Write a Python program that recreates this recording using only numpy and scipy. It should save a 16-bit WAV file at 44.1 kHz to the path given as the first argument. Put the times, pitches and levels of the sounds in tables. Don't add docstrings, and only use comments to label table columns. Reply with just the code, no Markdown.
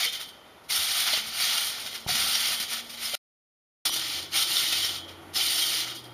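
import sys
import numpy as np
from scipy import signal
from scipy.fft import rfft, irfft, next_fast_len
from scipy.io import wavfile
from scipy.ndimage import uniform_filter1d

SR = 44100
rng = np.random.default_rng(int(sys.argv[2]) if len(sys.argv) > 2 else 0)


def ratio(d):
    e = np.asarray(d, float) / 20
    return 10 ** e


def master_out(mix):
    frames = np.transpose(np.atleast_2d(mix))
    ceiling = np.clip(frames, -1, 1)
    pcm = np.round(ceiling * 32767).astype(np.int16)
    wavfile.write(sys.argv[1], SR, pcm)


N = 270333


def in_time(rows):
    s, *columns = np.transpose(rows)
    return [np.interp(np.arange(N) / SR, s, c) for c in columns]


def rms_one(x):
    return x / np.sqrt(np.mean(x ** 2) + 1e-20)


def at_hz(points, hz):
    f, db = np.array(points).T
    return np.interp(np.log(np.maximum(hz, 1)), np.log(f), db)


def colour(x, points):
    size = next_fast_len(N + 8192)
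    bins_hz = np.arange(size // 2 + 1) * SR / size
    cepstrum = irfft(np.log(ratio(at_hz(points, bins_hz))), size)
    cepstrum[1:size // 2] *= 2
    cepstrum[size // 2 + 1:] = 0
    return rms_one(irfft(rfft(x, size) * np.exp(rfft(cepstrum)), size)[:N])


def drift(rate_hz):
    r = np.exp(-2 * np.pi * rate_hz / SR)
    wander = signal.lfilter([1], [1, -2 * r, r * r], rng.standard_normal(N + SR))
    return rms_one(wander[SR:])


def ring(clicks, hz, t60):
    r, w = ratio(-60 / (t60 * SR)), 2 * np.pi * hz / SR
    return signal.lfilter([0, np.sin(w)], [1, -2 * r * np.cos(w), r * r], clicks + 1e-18)


def slips(per_s, spread_db):
    sizes = ratio(spread_db * np.minimum(rng.exponential(1, N), 5)) * rng.choice([-1, 1], N)
    return rms_one(sizes * (rng.random(N) < per_s / SR))


def steps(rows):
    out = np.zeros(N + SR)
    since = np.arange(SR // 2) / SR
    for s, peak_db, t60 in rows:
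        out[round(s * SR):][:SR // 2] += ratio(peak_db - 60 * since / max(t60, .005))
    return out[:N]


def blows(rows):
    out = np.zeros(N + SR)
    for s, peak_db, hz, t60 in rows:
        push = np.zeros(round(min(1.5 * t60 + .01, 1) * SR))
        soft = np.hanning(round(SR / hz / 2) + 2)
        push[:len(soft)] = soft / soft.sum()
        out[round(s * SR):][:len(push)] += ratio(peak_db) * ring(push, hz, max(t60, .001))
    return out[:N]


def tone(rows, width_hz, depth):
    first, last = rows[0], rows[-1]
    fade_in, fade_out = (first[0] - .02, first[1], -140), (last[0] + .02, last[1], -140)
    hz, db = in_time([fade_in, *rows, fade_out])
    turn = 2 * np.pi * np.cumsum(hz) / SR
    along = (1 + depth * drift(width_hz)) * np.cos(turn)
    across = depth * drift(width_hz) * np.sin(turn)
    return ratio(db) * rms_one(along + across)


def tree_wind(level):
    # [t/s, level/dB]
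    gusts = [
        (0, -50.5),
        (1.0, -51),
        (2.0, -49),
        (3.2, -50.5),
        (3.8, -47.5),
        (5.0, -47.5),
        (5.6, -47.5),
        (6.13, -49.5),
    ]
    # [f/Hz, level/dB]
    air = [(20, -15.5), (60, -1), (150, -0.5), (400, 1.5), (750, 3), (1300, 2), (2000, -3), (3000, -7.5),
           (5000, -20.5), (7000, -22), (9000, -20), (11000, -15.5), (15500, -28), (17000, -37.5)]
    duck_db, knee_db = -2.5, -33.5
    loudness = level ** 2 / (level ** 2 + ratio(knee_db) ** 2)
    pull_db = duck_db * uniform_filter1d(loudness, SR // 10)
    gain = ratio(in_time(gusts)[0] + pull_db + 1.0 * drift(6.1))
    return gain * colour(rng.standard_normal(N), air)


def port_rumble():
    # [t/s, level/dB, t60/s]
    bump_hits = [
        (.76, -63.5, .8),
        (2.062, -48, 1.0),
        (2.16, -57, 0.55),
        (2.595, -54, .4),
    ]
    rumble_db, top_hz = -71.5, 280
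    lumps = signal.sosfilt(signal.butter(2, top_hz, fs=SR, output="sos"), rng.standard_normal(N))
    return np.hypot(ratio(rumble_db), steps(bump_hits)) * ratio(4.6 * drift(18)) * rms_one(lumps)


def far_drone():
    # [t/s, f/Hz, level/dB]
    drone_tones = [
        [(0.73, 229.2, -63), (1.2, 232.2, -62.5), (1.9, 229.2, -64), (2.7, 235, -56.5), (3.2, 232.7, -58)],
        [(3.8, 85.46, -64), (4.25, 85.6, -61), (4.55, 88.7, -66), (4.85, 91.5, -55.5), (5.4, 89.6, -57.5),
         (5.7, 90, -72)],
        [(3.8, 130.4, -61), (4.5, 138.9, -61.5), (5.5, 147.6, -65)],
        [(5.65, 125.6, -62), (5.9, 121.6, -56), (6.13, 121.8, -52)],
    ]
    # [t/s, f/Hz, level/dB]
    hum_tone = [
        (3.8, 333.2, -51),
        (4.5, 332.8, -55),
        (6.13, 328.5, -52.5),
    ]
    drone = sum(tone(rows, width_hz=6, depth=.3) for rows in drone_tones)
    return drone + tone(hum_tone, width_hz=56, depth=1.1)


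def faint_bird():
    # [t/s, f/Hz, level/dB]
    call = [
        (.43, 3800, -84),
        (.46, 3620, -64),
        (.53, 3550, -68),
        (.56, 3630, -70),
        (.585, 3570, -59),
        (.62, 3500, -73),
        (.64, 3490, -85),
    ]
    return tone(call, width_hz=25.0, depth=0.5)


def thuds():
    # [t/s, level/dB, f/Hz, t60/s]
    thud_hits = [(.06, -41.5, 482, 0.17), (2.063, -42, 328, .02), (.78, -45.5, 79.4, 0.2),
                 (1.132, -29.5, 628, 0.076), (1.2, -44, 223, 0.3), (2.062, -23, 140, 0.026),
                 (2.064, -25, 825, .015), (2.09, -27, 730, 0.084), (2.115, -36.5, 152, .14),
                 (2.145, -38, 236, .1), (2.1, -47, 90, 0.18), (2.25, -45, 60, 0.12), (2.6, -38, 208, 0.057),
                 (2.715, -32, 1450, .06), (2.772, -33, 1350, 0.044), (2.795, -37, 1290, .04),
                 (4.6, -34, 1410, .1), (5.45, -34, 1394, .1), (3.135, -33.5, 583, 0.11),
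                 (3.137, -36.5, 738, 0.13), (3.141, -30, 1407, 0.09), (3.895, -23.5, 1078, 0.017),
                 (4.35, -35.5, 798, 0.16), (5.38, -36.5, 758, 0.12), (5.55, -41, 694, 0.14)]
    return blows(thud_hits)


def mat(clicks, rasp, hiss):
    # [f/Hz, level/dB]
    rasp_colour = [(300, -36.5), (500, -16.5), (700, -1.5), (1000, -4), (1350, 5), (1700, 4), (2200, -31.5)]
    hiss_colour = [(7000, -38), (8200, -2.5), (9300, 3.5), (10500, -1.5), (13000, -4), (15500, -6.5),
                   (17000, -19)]
    low = colour(0.55 * clicks + rng.standard_normal(N), rasp_colour) * ratio(1.4 * drift(7.1))
    pitches = np.geomspace(8400, 15200, 24) * ratio(0.092 * rng.standard_normal(24))
    dealt = rng.integers(0, 96, N)
    tinkle = sum(ring(clicks * (dealt == k), hz, 350.0 / hz) for k, hz in enumerate(pitches))
    friction = 0.31 * clicks + rng.standard_normal(N) + ratio(-8.5) * rms_one(tinkle)
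    high = colour(friction, hiss_colour) * ratio(1.2 * drift(25))
    return rasp * low + hiss * high


def ringing_on():
    # [t/s, level/dB, f/Hz, t60/s]
    ping_hits = [(.01, -27.5, 3600, 0.71), (.21, -51.5, 4600, .7), (.05, -36, 2320, .3),
                 (0.72, -53, 3140, .12), (0.66, -55, 2600, .1), (1.3, -36, 4600, 0.096),
                 (0.86, -37, 4500, .15), (2.6, -45.5, 4900, .5), (.7, -31, 2150, 0.13),
                 (3.2, -17, 3700, 0.14), (5.7, -32, 3720, .3), (5.66, -34, 2900, 0.19),
                 (3.9, -25, 5830, 0.28), (4.725, -20, 2570, 0.15), (4.95, -42, 3400, 0.75),
                 (4.1, -37, 3900, 0.55), (4.95, -44, 3300, 0.5), (5.82, -37.5, 3200, 0.97),
                 (.05, -34, 3124, 1.1), (.05, -36, 3058, .9), (.03, -32, 3290, .45), (.08, -39, 3200, .7),
                 (4.85, -40, 3247, .8), (4.9, -41, 3130, .7), (5.08, -49, 3450, .4), (5.8, -40, 3250, 1.0),
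                 (5.87, -39, 3730, .7), (5.95, -43, 4850, .6), (5.9, -48, 4130, .4)]
    rows = ping_hits
    waver_depth, waver_hz = .8, 40
    return sum(blows(rows[k::3]) * 0.69 * (1 + waver_depth * drift(waver_hz)) for k in range(3))


def rough_tones():
    # [t/s at the top, f/Hz, level/dB]
    tone_swells = [(0.044, 4530, -36), (0.046, 2220, -34.5), (0.087, 3100, -38), (0.713, 2166, -42),
                   (0.72, 4570, -42), (0.736, 3270, -41), (0.755, 5430, -37), (0.877, 3740, -41),
                   (0.988, 3285, -42), (1.138, 4030, -37), (1.139, 2950, -37), (1.142, 4570, -35),
                   (1.428, 4570, -35), (1.624, 3090, -38.5), (2.106, 4470, -35.5), (2.145, 3100, -40),
                   (2.151, 5980, -46), (2.155, 3790, -40), (2.239, 3150, -38), (2.318, 4500, -41),
                   (2.339, 3100, -35.5), (2.347, 4610, -37), (2.352, 5600, -35), (2.474, 3200, -36.5),
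                   (3.064, 5180, -39), (3.146, 3100, -42.5), (3.86, 4195, -38), (3.862, 5240, -39),
                   (3.865, 3460, -31), (3.87, 5580, -39), (3.966, 3530, -37), (3.974, 4840, -40),
                   (4.016, 3100, -40), (4.355, 2240, -38), (4.36, 5080, -38), (4.373, 3210, -36),
                   (4.386, 5610, -35), (4.574, 3650, -32), (4.58, 5400, -33.5), (4.734, 3680, -32),
                   (4.843, 3110, -35), (4.852, 5450, -36), (4.897, 3060, -40.5), (5.368, 5150, -32.5),
                   (5.407, 3090, -33.5), (5.581, 3110, -40), (5.608, 4150, -39), (5.632, 3204, -33)]
    length_s, gain_db, width_hz, roughness = 0.05, 3, 90, .9
    out = np.zeros(N + SR)
    rough = roughness * np.array([drift(width_hz), drift(width_hz)])
    swell = np.hanning(round(length_s * SR))
    for s, hz, db in tone_swells:
        at = round(s * SR) - len(swell) // 2 + np.arange(len(swell))
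        turn = 2 * np.pi * hz * at / SR
        along, across = rough[:, (at + 7 * round(hz)) % N]
        out[at] += ratio(db + gain_db) * swell * ((1 + along) * np.cos(turn) + across * np.sin(turn))
    return out[:N]


def snaps():
    # [t/s, level/dB]
    hook_snaps = [(0.0532, -18), (0.2106, -26), (0.707, -20), (0.7885, -26), (0.9161, -28), (1.0805, -24),
                  (1.1072, -19), (1.1362, -19), (1.1755, -13.5), (1.2909, -23), (1.517, -24), (1.5596, -31),
                  (1.6263, -24), (1.6524, -24), (1.699, -25), (1.865, -24), (1.9308, -22), (1.9581, -28),
                  (2.2894, -19), (2.3802, -26), (2.3987, -29), (2.4887, -15), (2.5104, -17), (2.5751, -23),
                  (2.5994, -23), (2.6934, -23), (2.7427, -25), (2.786, -27), (2.9059, -31), (2.937, -31),
                  (3.0964, -20), (3.1459, -18.5), (3.8551, -19), (3.8699, -15.5), (3.938, -20),
                  (3.9611, -19), (4.1653, -26), (4.23, -30), (4.3577, -17), (4.4144, -27), (4.5078, -18),
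                  (4.5692, -17), (4.636, -17), (4.7281, -14.5), (4.8476, -12.5), (4.8924, -22),
                  (5.3652, -14.5), (5.3744, -19), (5.5819, -19), (5.8704, -23)]
    modes = (3300, -3), (4900, -3), (9500, -7)      # (f/Hz, level/dB)
    t60 = .0035
    spread = ratio(1.0 * rng.standard_normal((len(hook_snaps), 3)))
    rows = []
    for (s, db), detune in zip(hook_snaps, spread):
        for (hz, mode_db), k in zip(modes, detune):
            rows.append((s, db + mode_db, hz * k, t60))
    return blows(rows)


def jolts():
    # [t/s, level/dB]
    jolt_hits = [(.0494, -19), (.2089, -19.5), (.7594, -13), (.9805, -12), (1.0794, -11), (1.1344, -8),
                 (1.5792, -10), (.9, -17), (1.44, -10), (2.1044, -14), (2.1534, -6.5), (2.3511, -7.5),
                 (2.5194, -24), (2.5995, -10), (2.24, -12), (2.405, -13), (2.4703, -14), (2.215, -15),
                 (1.065, -16), (4.37, -16), (4.415, -20), (5.58, -16), (5.73, -9), (3.1446, -19),
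                 (3.8535, -9.5), (3.868, -10), (3.096, -16), (3.938, -9), (3.961, -9.5), (3.994, -11),
                 (4.347, -15), (4.501, -25), (4.5694, -11), (4.555, -11), (4.58, -13), (4.6344, -11),
                 (4.7254, -5), (4.8493, -10), (5.3642, -18), (5.4044, -12), (5.6194, -9), (5.8044, -25)]
    rise_s, t60 = 0.006, 0.054
    sudden = steps([(s, db - 16.0, t60) for s, db in jolt_hits])
    return uniform_filter1d(sudden, round(rise_s * SR) + 1)


def load():
    # [t/s at full load, rise/s, hold/s, level/dB, brightness/dB]
    foot_strokes = [(0.0, .02, 0.051, -27, -1.5), (0.706, 0.027, 0.21, -28, 2.5),
                    (0.955, 0.082, 0.08, -27.5, 2.5), (1.065, 0.03, 0.12, -27.5, -2),
                    (1.243, 0.067, 0.15, -39, -1.5), (1.405, 0.14, .18, -27.5, 1),
                    (1.607, .05, 0.087, -31.5, 3), (1.713, .06, 0.16, -38, -1.5),
                    (2.09, 0.033, 0.46, -28, 1.5), (2.605, 0.013, 0.031, -32, 2),
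                    (2.726, 0.081, 0.014, -30.5, 2.5), (2.769, .03, 0.023, -36, -1),
                    (2.87, .03, .02, -50, 0), (2.897, 0.012, 0.014, -41, 2),
                    (3.034, 0.109, 0.056, -33.5, 2), (3.12, .03, .05, -35.5, 2),
                    (3.839, 0.0094, 0.024, -25.5, 3), (3.925, 0.032, 0.056, -32.5, 2.5),
                    (4.015, 0.058, 0.18, -33, -2.5), (4.351, 0.055, 0.08, -25.5, 0.5),
                    (4.511, 0.085, 0.088, -27, 1), (4.611, 0.037, 0.26, -28.5, -1),
                    (4.897, .04, 0.071, -36, -2.5), (5.358, 0.033, .34, -27.5, 1),
                    (5.716, 0.044, 0.093, -29, -1.5)]
    # [t/s, level/dB, brightness/dB]
    brief_swells = [(0.13, -34.5, 0.5), (0.15, -36, -2), (0.21, -37.5, 3), (.285, -50, 4),
                    (.643, -59.5, 2.5), (.76, -31.5, 6), (1.27, -39.5, 8.5), (1.864, -36.5, 0),
                    (1.8, -42.5, -0.5), (1.947, -36, 1), (1.955, -40.5, -1), (2.2, -31, 9),
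                    (2.32, -34, 1.5), (2.005, -45.5, 1), (2.85, -49, -1), (2.937, -42, 1.5),
                    (3.146, -28, 1), (4.225, -40, 1), (4.26, -50, -8), (4.295, -51, -2), (4.165, -44, 11),
                    (2.045, -50, 2), (2.69, -40, -3.5), (2.977, -43, -1.5), (.088, -39, -3), (4.95, -51, 0),
                    (5.04, -59, -5), (5.09, -46, -5), (5.58, -31, -2), (5.75, -34.5, 13), (5.84, -37, -2),
                    (5.825, -35, -2), (4.47, -33, 0), (2.585, -37, 1), (1.915, -41, 0), (.2, -42, -2),
                    (5.878, -35.5, -3.5), (5.91, -39, -6), (5.954, -39.5, 2.5), (5.985, -64, 1),
                    (6.043, -52, 3)]
    brief_rise_s, brief_hold_s = 0.023, 0.0056
    rise_curve, sag_db_per_s, release_db_per_s = 2.12, 2, 300.5
    impact_db, impact_s = 2, 0.064
    t = np.arange(0, N, 16) / SR
    power, bright, impact = 1e-9, 0, 0
    brief_strokes = [(s, brief_rise_s, brief_hold_s, db, tilt) for s, db, tilt in brief_swells]
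    for s, rise, hold, db, bright_db in foot_strokes + brief_strokes:
        since = np.maximum(t - s, 0)
        released = np.maximum(since - hold, 0)
        loss_db = np.minimum(sag_db_per_s * since + release_db_per_s * released, 150)
        swell = np.clip(1 + (t - s) / rise, 0, 1) ** rise_curve
        stroke = (ratio(db - loss_db) * swell) ** 2
        power = power + stroke
        bright = bright + bright_db * stroke
        impact = impact + impact_db * np.exp(-since / impact_s) * stroke
    return in_time(np.transpose([t, np.sqrt(power), bright / power, impact / power]))


def linger(level):
    after_db, t60, idle_db = -19, 0.75, -65.5
    r = ratio(-120 / (t60 * SR))
    after, _ = signal.lfilter([1 - r], [1, -r], level ** 2, zi=[level[0] ** 2])
    return np.sqrt(level ** 2 + ratio(after_db) ** 2 * after + ratio(idle_db) ** 2)


def frame_clatter(steel):
    # [f/Hz, level/dB]
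    clatter_colour = [(1300, -30), (1750, -3.5), (2150, 2), (2550, 1), (3100, -26)]
    return colour(steel, clatter_colour)


def hook_rattle(steel):
    # [f/Hz, level/dB]
    rattle_colour = [(2300, -28.5), (2800, -1.5), (3100, 0.5), (3700, 1), (4500, 0.5), (5500, -1.5),
                     (6500, -6), (7500, -7.5), (8500, -19)]
    return colour(steel, rattle_colour)


def springs(level):
    # [f/Hz, level/dB, t60/s]
    coil_modes = [(1380, -16, .08), (1910, -15, .12), (2100, -19, .15), (2330, -13, .2), (2985, -10.5, 0.5),
                  (3060, -6.5, 0.76), (3095, -4, 0.58), (3115, -9.5, 0.5), (3130, -10.5, 0.6),
                  (3270, -6, 0.92), (3460, -4, 0.42), (3345, -7.5, 0.37), (3710, -5, 0.3), (4170, -5, 0.26),
                  (4550, -5.5, 0.17), (5020, -12, .2), (5530, -12, .15), (8780, -9.5, 0.2),
                  (9110, -10.5, .12)]
    clicks = slips(per_s=7000, spread_db=1.0)
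    pitches = np.geomspace(1800, 7300, 60) * ratio(0.093 * rng.standard_normal(60))
    dealt = rng.integers(0, 60, N)
    busy = ratio(2.2 * np.array([drift(15) for side in range(5)]))
    busy /= np.sqrt(np.mean(busy ** 2, axis=0))
    short = 0
    for k, hz in enumerate(pitches):
        short = short + ring(clicks * (dealt == k) * busy[k % 5], hz, 150.0 / hz) * np.sqrt(hz)
    steel = clicks + ratio(-4.5) * rms_one(short)
    white, long = rng.standard_normal((3, N)), 0
    for k, (hz, db, t60) in enumerate(coil_modes):
        for twin in (0, 1):
            drive = level * white[(k + twin) % 3] * busy[(k + 2 * twin) % 5]
            twin_hz = hz * (1 + .005 * (twin - .5))
            long = long + ratio(db) * ring(drive, twin_hz, t60) / np.sqrt(t60 * SR)
    return steel, ratio(-0.5) * long, clicks


def scene():
    strokes, bright_db, impact_db = load()
    strokes = strokes * ratio(-0.5 + .5 * drift(60))
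    sudden = jolts()
    level = np.hypot(strokes, sudden)
    low = linger(np.hypot(strokes * ratio(impact_db), ratio(0.5) * sudden))
    apart = np.arange(N) > 3.5 * SR
    rasp_db = -12 - 0.4 * bright_db - 3.5 * apart
    clatter_db = -8 - .6 * bright_db - 3 * apart + 0.6 * drift(6.2)
    hiss_db = -7.5 + bright_db

    steel, ringing, clicks = springs(level)
    mono = tree_wind(level) + port_rumble() + far_drone() + faint_bird()
    mono += thuds()
    mono += mat(clicks, low * ratio(rasp_db + 1.5), level * ratio(hiss_db + 1.5))
    mono += ringing_on() + rough_tones() + snaps()
    mono += low * ratio(clatter_db) * frame_clatter(steel)
    mono += linger(level) * hook_rattle(steel)
    mono += ringing * ratio(2 * apart)
    return np.stack([mono, mono])


def band_limit(x):
    return signal.sosfilt(signal.butter(12, 16290, fs=SR, output="sos"), x)


def record(dry):
    # [f/Hz, width/Hz, depth/dB]
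    hollows = [
        (1052, 170, -5.5),
        (1639, 230, -9.5),
        (2620, 230, -5.5),
    ]
    dead_spot = [
        (7885, 900, -16),
        (7890, 150, -60),
        (7865, 150, -50),
    ]
    # [t/s, level/dB]
    dropout = [
        (3.1525, 0),
        (3.1535, -22),
        (3.17, -24),
        (3.179, -38),
        (3.181, -200),
        (3.849, -200),
        (3.85, -45),
        (3.8525, -30),
        (3.8535, 0),
    ]
    x = signal.sosfilt(signal.butter(2, 40, "high", fs=SR, output="sos"), dry)
    x = signal.sosfilt(signal.ellip(16, .5, 80, 15500, fs=SR, output="sos"), x)
    for hz, width_hz, db in hollows + dead_spot:
        w, a = 2 * np.pi * hz / SR, np.pi * width_hz / SR
        dip = [1 + a * ratio(db), -2 * np.cos(w), 1 - a * ratio(db)]
        x = signal.lfilter(dip, [1 + a, -2 * np.cos(w), 1 - a], x)
    return band_limit(x * ratio(in_time(dropout)[0]))


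dry = scene()
out = record(dry)
master_out(out)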